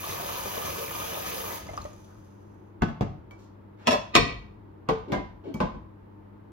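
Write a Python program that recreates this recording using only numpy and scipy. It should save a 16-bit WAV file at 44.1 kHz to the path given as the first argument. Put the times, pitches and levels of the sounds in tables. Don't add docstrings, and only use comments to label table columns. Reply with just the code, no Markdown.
import sys
import numpy as np
from scipy import signal
from scipy.fft import rfft, irfft, next_fast_len
from scipy.io import wavfile
from scipy.ndimage import uniform_filter1d

SR = 44100
rng = np.random.default_rng(int(sys.argv[2]) if len(sys.argv) > 2 else 0)


def master(y):
    cut = np.clip(np.atleast_2d(y).T, -1, 1)
    pcm = np.round(cut * 32767)
    wavfile.write(sys.argv[1], SR, pcm.astype(np.int16))


N = 287527

# (frequency [Hz], time to fall 60 dB [s])
ROOM_T60 = [(60, 0.91), (300, 0.2), (1000, 0.48), (3000, 0.45), (6000, 0.41), (13000, 0.062)]
BANDS = 35 * 2 ** np.arange(0, 9, 1 / 3)
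TIME = np.arange(N) / SR
RING = TIME[:int(.8 * SR)]
FREQ = np.fft.rfftfreq(next_fast_len(N + SR), 1 / SR)
CLOSE_S, FOAM_END_S = 1.52, 2.7


def undb(db):
    return 10 ** (np.asarray(db) / 20)


def unit(x):
    return x / np.sqrt(np.mean(x ** 2))


def at(table, hz):
    f, value = np.transpose(table)
    return np.interp(np.log(np.maximum(hz, 1)), np.log(f), value)


def colour(x, gain):
    size = next_fast_len(N + SR)
    return irfft(rfft(x, size) * gain, size)[..., :N]


def below(hz):
    return 1 / np.sqrt(1 + (FREQ / hz) ** 6)


def above(hz):
    return np.sqrt(1 - below(hz) ** 2)


def fade(t, t60):
    return np.exp(-np.log(1000) * t / t60)


def dies(start_s, db_per_s):
    return undb(-db_per_s * np.maximum(TIME - start_s, 0))


def add(out, s, sound):
    start = max(int(s * SR), 0)
    out[..., start:start + sound.shape[-1]] += sound[..., :N - start]


def band_noise():
    edges = np.array([2 ** (-1 / 6), 2 ** (1 / 6)])
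    noises = []
    for hz in BANDS:
        sos = signal.butter(2, hz * edges, "band", fs=SR, output="sos")
        noises.append(unit(signal.sosfilt(sos, rng.standard_normal((2, N)))))
    return np.array(noises, np.float32)


def burst(bank, envelopes, band_db):
    start = rng.integers(N - len(RING))
    bands = bank[:, :, start:start + len(RING)] * envelopes[:, None].astype(np.float32)
    energy = np.einsum("bct,bct->bc", bands, bands)
    gain = undb(band_db)[:, None] * np.sqrt(BANDS[:, None] / energy)
    return np.einsum("bc,bct->ct", gain.astype(np.float32), bands)


def kitchen(bank, x, wet_db):
    tail = burst(bank, fade(RING, at(ROOM_T60, BANDS)[:, None]), 0 * BANDS) / np.sqrt(BANDS.sum())
    direct = np.array([x, colour(x, 1j)])
    wet = undb(wet_db) * signal.fftconvolve(x[None], tail, axes=1)[:, :N]
    return (direct + wet) / np.sqrt(1 + undb(2 * wet_db))


def background(air_db=-52, hum_db=0, waver=0.93):
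    # (frequency [Hz], relative level per Hz [dB])
    air_spectrum = [(21, -52), (35, -13), (102, -16), (124, -13), (207, -13.5), (234, -17), (310, -10.5),
                    (734, -25.5), (876, -20.5), (946, -22.5), (6330, -61.5), (9270, -56), (15000, -63.5)]
    # (frequency [Hz], level [dB])
    hum_lines = [(99.5, -52.5), (203, -58.5), (309, -63), (899.0, -69.5)]
    air = unit(colour(rng.standard_normal((2, N)), undb(at(air_spectrum, FREQ))))
    hum = 0
    for hz, db in hum_lines:
        drift = unit(colour(rng.standard_normal(N), 1 / (1 + (FREQ / 5) ** 2)))
        hum = hum + undb(db + hum_db) * unit(np.sin(2 * np.pi * hz * TIME + waver * drift))
    return undb(air_db) * air + hum / np.sqrt(2)


def bubble(hz, t60, rise):
    t = TIME[:int(t60 * SR)]
    return np.sin(2 * np.pi * hz * t * (1 + rise * t / t60 / 2)) * fade(t, t60)


def grains(scatter_db):
    return rng.standard_normal(N) * undb(scatter_db * np.minimum(rng.exponential(size=N), 5))


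def bubble_crowd(count, scatter_db, cycles):
    bubbles = np.zeros(N)
    for when, place, size in rng.random((count, 3)):
        hz = 330 * 16 ** place
        loudness = undb(-scatter_db * (1 - place / 2) * np.log(size * .99 + .01))
        add(bubbles, when * FOAM_END_S, hz * loudness * bubble(hz, cycles / hz, 0.11))
    return bubbles


def pot_colour():
    # (frequency [Hz], relative gain [dB])
    water_spectrum = [(45, -1), (110, -3), (230, -5), (350, -9), (600, -9), (1100, -8), (1600, -12),
                      (2400, -13.5), (4200, -14.5), (6400, -8), (7600, -20), (9500, -3), (12000, -8.5),
                      (15000, -8)]
    # (frequency [Hz], width [Hz], lift [dB])
    cavity = [(240, 70, -3), (465, 50, 6), (630, 70, 6.5), (1090, 100, 1.5), (1235, 70, 6), (1400, 120, -5),
              (1720, 70, 5), (1900, 120, -2), (2400, 200, 5), (2980, 60, 5), (4300, 300, -3),
              (5450, 700, -2.5), (6420, 300, 3), (6980, 160, 6), (7850, 300, 7), (8520, 220, 6),
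              (10500, 300, 4), (13400, 300, 4)]
    gain_db = at(water_spectrum, FREQ)
    for hz, width, db in cavity:
        gain_db = gain_db + db / (1 + (2 * (FREQ - hz) / width) ** 2)
    return undb(gain_db)


def stream(bank, spray_db=-5, fizz_scatter_db=4.0):
    running = TIME < FOAM_END_S
    bubbles = bubble_crowd(count=2400, scatter_db=4.0, cycles=25)
    spray = grains(fizz_scatter_db) * running
    surge = undb(4 * unit(colour(rng.standard_normal(N), below(22))))
    gain = pot_colour()
    splash = colour(unit(bubbles) + 2 * undb(spray_db) * unit(spray * surge), gain * below(5050))
    foam = colour(spray, gain * above(5600))
    crackle = colour(grains(7.5) * running, gain * above(2600) * below(7100))
    lapping = colour(splash, below(1450))

    closing = dies(CLOSE_S, 116)
    jet = undb(-37) * closing
    dribble = undb(-53) * dies(1.8, 116)
    fizz = undb(-40) * dies(CLOSE_S + 0.03, 234)
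    settling = undb(-55) * dies(CLOSE_S, 27.5) * (1.5 - closing)
    layers = [(splash, np.maximum(jet, dribble)), (foam, fizz), (crackle, settling), (lapping, settling)]
    water = sum(sound * level / sound[running].std() for sound, level in layers)
    return kitchen(bank, water, wet_db=0.0)


def bubbling(start_s, end_s, count, db, scatter_db, low_hz, octaves, cycles):
    out = np.zeros(N)
    for when, place, size in rng.random((count, 3)):
        hz = low_hz * 2 ** (octaves * place)
        gain = undb(db + scatter_db * (2 * size - 1.5))
        add(out, start_s + when * (end_s - start_s), gain * bubble(hz, cycles / hz, 0.079))
    return out


def gurgle(bank):
    jet = bubbling(0, CLOSE_S, count=90, db=-31.5, scatter_db=3.0, low_hz=480, octaves=1.42, cycles=22)
    spatter = bubbling(0, CLOSE_S, count=45, db=-36, scatter_db=4, low_hz=1600, octaves=1.05, cycles=24)
    dribble = bubbling(1.66, 1.85, count=16, db=-42, scatter_db=3, low_hz=440, octaves=1.6, cycles=19)
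    return kitchen(bank, jet + spatter + dribble, wet_db=-2)


def plops(bank, splat_db=-11, splat_s=0.076, splat_hz=3000, count=6, small_db=-8, small_cycles=20,
          small_hz=560, octaves=1.34, within_s=0.011, rise=0.12):
    # (time [s], bubble pitch [Hz], level [dB], decay time to -60 dB [s])
    drops = [(.039, 1144, -28, 0.083), (.198, 670, -31, 0.071), (.29, 1160, -24.5, 0.025),
             (.395, 1180, -37, 0.051), (.575, 625, -29, 0.073), (.577, 460, -24.5, 0.083),
             (.673, 1054, -30, 0.073), (.788, 460, -31, 0.08), (1.461, 1050, -34, 0.05),
             (1.688, 2050, -39, 0.053), (1.692, 640, -31, 0.043), (1.735, 656, -29, 0.029),
             (1.776, 1178, -23, 0.052), (1.778, 800, -32, 0.015), (1.804, 1207, -36.5, 0.12),
             (1.852, 578, -27.5, 0.064)]
    tones, splats = np.zeros((2, N))
    for s, hz, db, ring_s in drops:
        add(tones, s, undb(db) * bubble(hz, ring_s, rise))
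        for when, place in rng.random((count, 2)):
            pitch = small_hz * 2 ** (octaves * place)
            gain = undb(db + small_db) * np.sqrt(small_hz / pitch)
            add(tones, s + within_s * when, gain * bubble(pitch, small_cycles / pitch, rise))
        add(splats, s, undb(db + splat_db) * rng.standard_normal(len(RING)) * fade(RING, splat_s))
    return kitchen(bank, tones + colour(splats, 1 / (1 + (FREQ / splat_hz) ** 2)), wet_db=-9.5)


def slip(length, hz, width):
    size = int(length * SR)
    slips = rng.standard_normal(size) * (rng.random(size) < .03)
    resonance = signal.iirpeak(hz, hz / width, fs=SR)
    sound = signal.lfilter(*resonance, signal.lfilter(*resonance, slips))
    return unit(sound * signal.windows.tukey(size, .25))


def rubs(bank):
    # (time [s], length [s], level [dB])
    slides = [(5.071, 0.12, -34.5), (5.433, 0.061, -36.5)]
    # (frequency [Hz], filter width [Hz], level [dB])
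    rim = [(292, 205, 0.5), (605, 250, -12.5), (1540, 46, -28), (2220, 180, -35), (2820, 2000, -27.5)]
    # (time [s], length [s], level [dB], centre [Hz], filter width [Hz])
    brushes = [(1.604, 0.23, -45, 62.3, 112), (2.069, 0.068, -61.5, 1190, 500),
               (3.375, 0.079, -69, 4150, 6000), (3.762, 0.27, -55.5, 810, 1610)]
    out = np.zeros(N)
    for s, length, db in slides:
        add(out, s, sum(undb(db + rim_db) * slip(length, hz, width) for hz, width, rim_db in rim))
    for s, length, db, hz, width in brushes:
        add(out, s, undb(db) * slip(length, hz, width))
    return kitchen(bank, out, wet_db=6.0)


def droplets(bank, cycles=110, tick_db=-7, tick_s=0.022):
    # (time [s], bubble pitch [Hz], level [dB])
    fine_drops = [(1.667, 4860, -44), (1.669, 6440, -45), (1.741, 6340, -43), (1.769, 6150, -37),
                  (1.776, 4950, -41), (1.816, 4150, -41.5), (1.819, 6400, -43), (1.842, 6300, -41),
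                  (1.852, 1890, -50), (1.932, 6630, -49)]
    out = np.zeros(N)
    for s, hz, db in fine_drops:
        add(out, s, undb(db) * bubble(hz, cycles / hz, 0.12))
        add(out, s, undb(db + tick_db) * rng.standard_normal(len(RING)) * fade(RING, tick_s))
    return kitchen(bank, colour(out, below(10000)), wet_db=-8)


def rebounds(knocks, count, shrink, loss_db, bass_step_db, treble_step_db):
    blows = []
    for s, db, bass_db, treble_db, spot_hz, gap in knocks:
        for k in range(count):
            bass = bass_db + k * bass_step_db
            treble = treble_db + k * treble_step_db
            blows.append((s, db - k * loss_db, bass, treble, spot_hz))
            s = s + gap * shrink ** k
    return blows


def wander(count, hz):
    low_pass = signal.butter(2, hz, fs=SR, output="sos")
    walks = signal.sosfilt(low_pass, rng.standard_normal((2, count, 2 * len(RING))))
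    return unit(walks[0, :, len(RING):]) + 1j * unit(walks[1, :, len(RING):])


def ringing(modes, ring_s, echo_db, lag_cycles, bright_db, spread_hz=28, linger_s=0.48, dull_hz=9500):
    # (frequency [Hz], decay time to -60 dB [s])
    free_modes = [(413, .3), (444, .26), (995, .42), (1605, .24), (1836, .18), (2088, .38), (2288, .2),
                  (2470, .38), (2530, .33), (2499, .35), (2606, .26), (3114, .4), (3408, .33), (4285, .3),
                  (5455, .19), (11190, .18), (12660, .18), (14250, .17)]
    hz, mode_db = np.transpose(modes)[:, :, None]
    mode_db = mode_db + bright_db * np.log2(hz / 1000)
    room_t60 = linger_s / (1 + (hz / dull_hz) ** 2)
    own_t60 = ring_s * (1000 / hz) ** 0.11
    for free_hz, free_s in free_modes:
        own_t60[hz == free_hz] = free_s
    envelope = fade(RING, own_t60) + undb(echo_db) * wander(len(hz), spread_hz) * fade(RING, room_t60)
    onset = 1 - np.exp(-RING * hz / lag_cycles)
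    envelope = envelope * onset * (1 - (RING / RING[-1]) ** 2)
    energy = np.sum(np.abs(envelope) ** 2, axis=1, keepdims=True) / 2
    share = undb(mode_db) / np.sqrt(energy * np.sum(undb(2 * mode_db)))
    return np.exp(2j * np.pi * hz * RING) * envelope * share


def clusters(hz, lift_db, width_hz=40, width_share=0.0023):
    grid = FREQ[::32]
    width = width_hz + width_share * hz[:, None]
    near = np.exp(-((grid - hz[:, None]) / width) ** 2).max(axis=0)
    power = undb(2 * lift_db * near)
    return np.interp(FREQ, grid, np.sqrt(power / uniform_filter1d(power, size=201)))


def contact(f, bass_db, treble_db, spot_hz):
    spot = 6.5 * np.exp(-(np.log2(f / spot_hz) / 0.049) ** 2)
    return spot + bass_db / (1 + (f / 300) ** 2) + treble_db / (1 + (2000 / f) ** 2)


def strike(bank, blows, body, modes, crack_db, damp_s, room_db, ring_s, echo_db, lag_cycles, bright_db,
           cluster_db, click_db):
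    build = 1 - np.exp(-RING * BANDS[:, None] / lag_cycles)
    crack = fade(RING, damp_s * (1000 / BANDS[:, None]) ** 0.031)
    room = undb(room_db) * fade(RING, at(ROOM_T60, BANDS)[:, None])
    envelopes = build * np.hypot(crack, room)
    body_db = at(body, BANDS)
    body_db = crack_db + body_db - 10 * np.log10(np.sum(BANDS * undb(body_db) ** 2))
    hz = np.transpose(modes)[0]
    tones = ringing(modes, ring_s, echo_db, lag_cycles, bright_db)
    span = np.sqrt(.035 * SR / (1 + undb(2 * crack_db)))
    rings, cracks = np.zeros((2, 2, N))
    for s, db, bass_db, treble_db, spot_hz in blows:
        apart = rng.choice([-1, 1], len(hz)) * hz / (hz + 200) / 4
        turn = rng.random(len(hz)) + np.array([[0], [1]]) * apart
        mode_gain = undb(contact(hz, bass_db, treble_db, spot_hz))
        ring = ((mode_gain * np.exp(2j * np.pi * turn)) @ tones).imag
        add(rings, s, undb(db) * span * ring)
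        click = rng.standard_normal(len(RING)) * fade(RING, .006)
        add(rings, s, undb(db + treble_db + click_db) * click)
        crack_bands_db = body_db + contact(BANDS, bass_db, treble_db, spot_hz)
        add(cracks, s, undb(db) * span * burst(bank, envelopes, crack_bands_db))
    return rings + colour(cracks, clusters(hz, cluster_db))


def pot_down(bank):
    # (time [s], level [dB], extra bass [dB], extra treble [dB], favoured pitch [Hz],
    # time to the first rebound [s], side that lands)
    landings = [(2.8203, -20.5, -2.5, -2.5, 1510, .012, "first"),
                (2.885, -36.5, -11, -4, 1510, 0.014, "first"),
                (3.009, -26.5, 2.5, -1, 613, 0.012, "second"), (3.062, -43, -8, -22, 713, 0.017, "second")]
    # (frequency [Hz], landing on the first side [dB], on the second [dB])
    pot_modes = [(55, -6, -10), (97, -6, -8), (145, -12, -2), (208, 2, -5), (270, -11, -11), (335, -8, -9),
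                 (445, -22, -3), (590, -15, -7), (696, -6, -6), (768, -12, -5), (885, -7, -13),
                 (1087, -7, -14), (1200, -24, -17), (1320, -10, -30), (1510, -12, -32), (1660, -15, -32),
                 (1731, -15, -32), (1950, -19, -26), (2120, -16, -23), (2700, -17, -34), (3360, -22, -24)]
    # (frequency [Hz], relative level per Hz [dB])
    pot_body = [(45, -4), (75, -10.5), (130, 4.5), (220, -5), (400, -6), (650, -15.5), (1100, -12),
                (1600, -26), (2600, -23.5), (4000, -32.5), (6000, -36), (9000, -46), (14000, -66)]
    out = 0
    for column, side in enumerate(["first", "second"], 1):
        knocks = [row[:-1] for row in landings if row[-1] == side]
        blows = rebounds(knocks, count=2, shrink=1, loss_db=2.5, bass_step_db=-1, treble_step_db=-6.0)
        modes = [(row[0], row[column]) for row in pot_modes]
        out = out + strike(bank, blows, pot_body, modes, crack_db=-0.5, damp_s=0.089, room_db=-10.5,
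                           ring_s=0.05, echo_db=-18.5, lag_cycles=0.35, bright_db=-0.5,
                           cluster_db=5.5, click_db=-21)
    return out


def fitting_ticks(bank):
    # (time [s], level [dB], extra bass [dB], extra treble [dB], favoured pitch [Hz])
    tick_blows = [(3.309, -44, 0, -18, 2326), (5.541, -52.5, 5, 4, 2288)]
    # (frequency [Hz], level [dB])
    tick_modes = [(2288, 0), (3150, -5), (4420, -14), (6280, -18)]
    # (frequency [Hz], relative level per Hz [dB])
    tick_body = [(200, -9), (1200, -2), (2500, -15), (6000, -12), (14000, -23)]
    return strike(bank, tick_blows, tick_body, tick_modes, crack_db=1, damp_s=.04, room_db=-3.0,
                  ring_s=0.056, echo_db=-19.5, lag_cycles=1.0, bright_db=3.5, cluster_db=-7, click_db=1)


def lid_tipped(bank):
    # (time [s], level [dB], extra bass [dB], extra treble [dB], favoured pitch [Hz],
    # time to the first rebound [s])
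    tip_knocks = [(3.871, -20.5, 0.5, -0.5, 2820, 0.0071), (3.908, -22.5, -10.5, -2, 680, .011),
                  (3.929, -24, -8.5, -11.5, 607, .008), (3.944, -30.5, -12.5, -10.5, 590, 0.0043)]
    # (frequency [Hz], level [dB])
    tipped_modes = [(240, -11), (421, -11), (467, -11), (563, 0), (600, -5), (642, -1), (700, -6),
                    (768, -13), (938, -9), (972, -8), (1032, -1), (1287, -9), (1676, -13), (1752, -11),
                    (1790, -16), (1908, -13), (1966, -13), (2289, -13), (2499, -13), (2606, -9),
                    (2666, -12), (2760, -14), (3312, -12), (3375, -12), (3408, -8), (3480, -13),
                    (3720, -18), (3830, -18), (3996, -12), (4285, -14), (4346, -15), (4975, -19),
                    (5455, -5), (5975, -23), (6331, -20), (7111, -25), (8247, -24), (11190, -27),
                    (12660, -31), (14250, -36)]
    # (frequency [Hz], relative level per Hz [dB])
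    tipped_body = [(45, -17), (90, -16), (180, -8.5), (350, -9), (650, -6.5), (1100, -8), (1500, -18),
                   (2500, -13.5), (4000, -20.5), (6000, -21.5), (9000, -26.5), (14000, -60)]
    blows = rebounds(tip_knocks, count=3, shrink=0.97, loss_db=2.0, bass_step_db=5.0, treble_step_db=-2.5)
    return strike(bank, blows, tipped_body, tipped_modes, crack_db=-2.0, damp_s=0.075, room_db=-12.0,
                  ring_s=0.15, echo_db=-18.5, lag_cycles=0.31, bright_db=-0.2, cluster_db=7, click_db=-26)


def lid_lifted(bank):
    # (time [s], level [dB], extra bass [dB], extra treble [dB], favoured pitch [Hz],
    # time to the first rebound [s])
    lift_knocks = [(4.152, -13, 1, -2, 2330, .01)]
    # (frequency [Hz], level [dB])
    lid_modes = [(245, -8), (312, -6), (413, -1), (455, -3), (507, -8), (585, -3), (696, -1), (770, -10),
                 (989, -11), (1061, -7), (1176, -2), (1230, -9), (1550, -14), (1818, -15), (1943, -3),
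                 (2036, -17), (2287, -7), (2390, -12), (2470, -4), (2530, -4), (2647, -12), (2770, -12),
                 (3115, -7), (3483, -13), (3741, -8), (3819, -12), (4150, -15), (4230, -11), (4334, -11),
                 (4423, -11), (4946, -19), (5048, -20), (5360, -11), (5455, -15), (6158, -23), (7044, -18),
                 (7564, -25), (7704, -23), (8095, -22), (11190, -32), (12400, -30), (13170, -36),
                 (14380, -34)]
    # (frequency [Hz], relative level per Hz [dB])
    lid_body = [(45, 6.5), (90, -6.5), (135, 10), (200, -11.5), (350, 1.5), (600, -11.5), (850, -9.5),
                (1150, 7), (1500, -9.5), (2500, 1.5), (4000, -3.5), (6000, -12), (9000, -15.5),
                (14000, -47)]
    blows = rebounds(lift_knocks, count=3, shrink=.8, loss_db=3.0, bass_step_db=6, treble_step_db=-3.5)
    return strike(bank, blows, lid_body, lid_modes, crack_db=2.5, damp_s=0.07, room_db=-15,
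                  ring_s=0.15, echo_db=-8.5, lag_cycles=0.71, bright_db=1.2, cluster_db=8.0, click_db=-24)


def seating(bank):
    # (time [s], level [dB], extra bass [dB], extra treble [dB], favoured pitch [Hz],
    # time to the first rebound [s], part that lands)
    contacts = [(4.8883, -20, -8.5, -1.5, 1049, .007, "near"), (4.908, -29, -0.5, -16, 441, .012, "near"),
                (5.12, -31, 10, 8.5, 207.9, .008, "far"), (5.134, -25, -18.5, -6.5, 1690, 0.0055, "far"),
                (5.149, -30.5, -17.5, -7, 637, .012, "far"), (5.174, -38, -7, -8, 1850, .012, "far"),
                (5.544, -36.5, 7.5, -32, 350, .012, "flat"), (5.603, -22, -5, -3.5, 1055, .007, "flat"),
                (5.624, -29.5, 4, -8, 560, .012, "flat"), (5.744, -47.5, 13.5, -7, 167, .012, "flat")]
    # (frequency [Hz], struck on the near edge [dB], far edge [dB], flat [dB])
    seat_modes = [(165, -5, -7, -20), (195, -14, -9, -3), (270, -18, -6, -9), (351, -9, -10, -11),
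                  (444, 0, -16, -13), (512, -4, -3, -6), (612, -10, -3, -9), (680, -13, -6, -15),
                  (763, -9, -3, -20), (872, -13, -13, -7), (995, -24, -5, -16), (1032, -6, -14, -9),
                  (1114, -15, -22, -8), (1205, -13, -16, -14), (1450, -16, -22, -22), (1523, -23, -18, -14),
                  (1605, -17, -7, -19), (1836, -29, -13, -28), (1960, -20, -26, -30), (2088, -35, -12, -30),
                  (2162, -20, -28, -27), (2228, -20, -19, -33), (2335, -32, -16, -26),
                  (2530, -32, -30, -22), (2767, -32, -32, -21), (3114, -30, -23, -26),
                  (3340, -33, -28, -29), (3492, -34, -23, -38), (3724, -38, -31, -26)]
    # (frequency [Hz], relative level per Hz [dB])
    seat_body = [(45, 6.5), (90, -3), (150, -4), (230, 0), (380, -13), (650, -8), (1150, -10),
                 (1600, -22.5), (2500, -20), (4000, -25.5), (6000, -34), (9000, -41.5), (14000, -60)]
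    out = 0
    for column, place in enumerate(["near", "far", "flat"], 1):
        knocks = [row[:-1] for row in contacts if row[-1] == place]
        blows = rebounds(knocks, count=2, shrink=1, loss_db=0.5, bass_step_db=-5, treble_step_db=-11.5)
        modes = [(row[0], row[column]) for row in seat_modes]
        out = out + strike(bank, blows, seat_body, modes, crack_db=-2.0, damp_s=0.13, room_db=-8.0,
                           ring_s=0.091, echo_db=-16.0, lag_cycles=0.3, bright_db=-0.7,
                           cluster_db=5.0, click_db=-25)
    return out


def scene():
    bank = band_noise()
    water = stream(bank) + gurgle(bank) + plops(bank) + droplets(bank)
    lid = lid_tipped(bank) + lid_lifted(bank) + seating(bank)
    return background() + water + rubs(bank) + pot_down(bank) + fitting_ticks(bank) + lid


def record(dry):
    # (frequency [Hz], side minus mid gain [dB])
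    ports = [(50, -15.5), (130, -5.5), (250, -5.5), (500, 3), (1200, 1), (4000, -1), (6500, 1.5), (7800, 6),
             (8300, 35.5), (9900, 52.5), (10600, 4), (12000, 0.5), (13200, -60)]
    # (frequency [Hz], left minus right gain [dB])
    balance = [(60, 2.2), (250, 2.5), (600, 0.5), (1100, 0), (2300, -0.8), (6000, 0)]
    low_cut_hz, top_hz = 46.4, 15800
    ratio = undb(at(ports, FREQ))
    norm = np.sqrt(2 / (1 + ratio ** 2))
    mid = colour((dry[0] + dry[1]) / 2, norm)
    side = colour((dry[0] - dry[1]) / 2, norm * ratio)
    sign = np.array([[1], [-1]])
    low_cut = 1 / np.sqrt(1 + (low_cut_hz / (FREQ + 1)) ** 8)
    pair = colour(mid + sign * side, low_cut * undb(sign * at(balance, FREQ) / 2))
    return signal.sosfilt(signal.ellip(10, .2, 80, top_hz, fs=SR, output="sos"), pair)


dry = scene()
out = record(dry)
master(out)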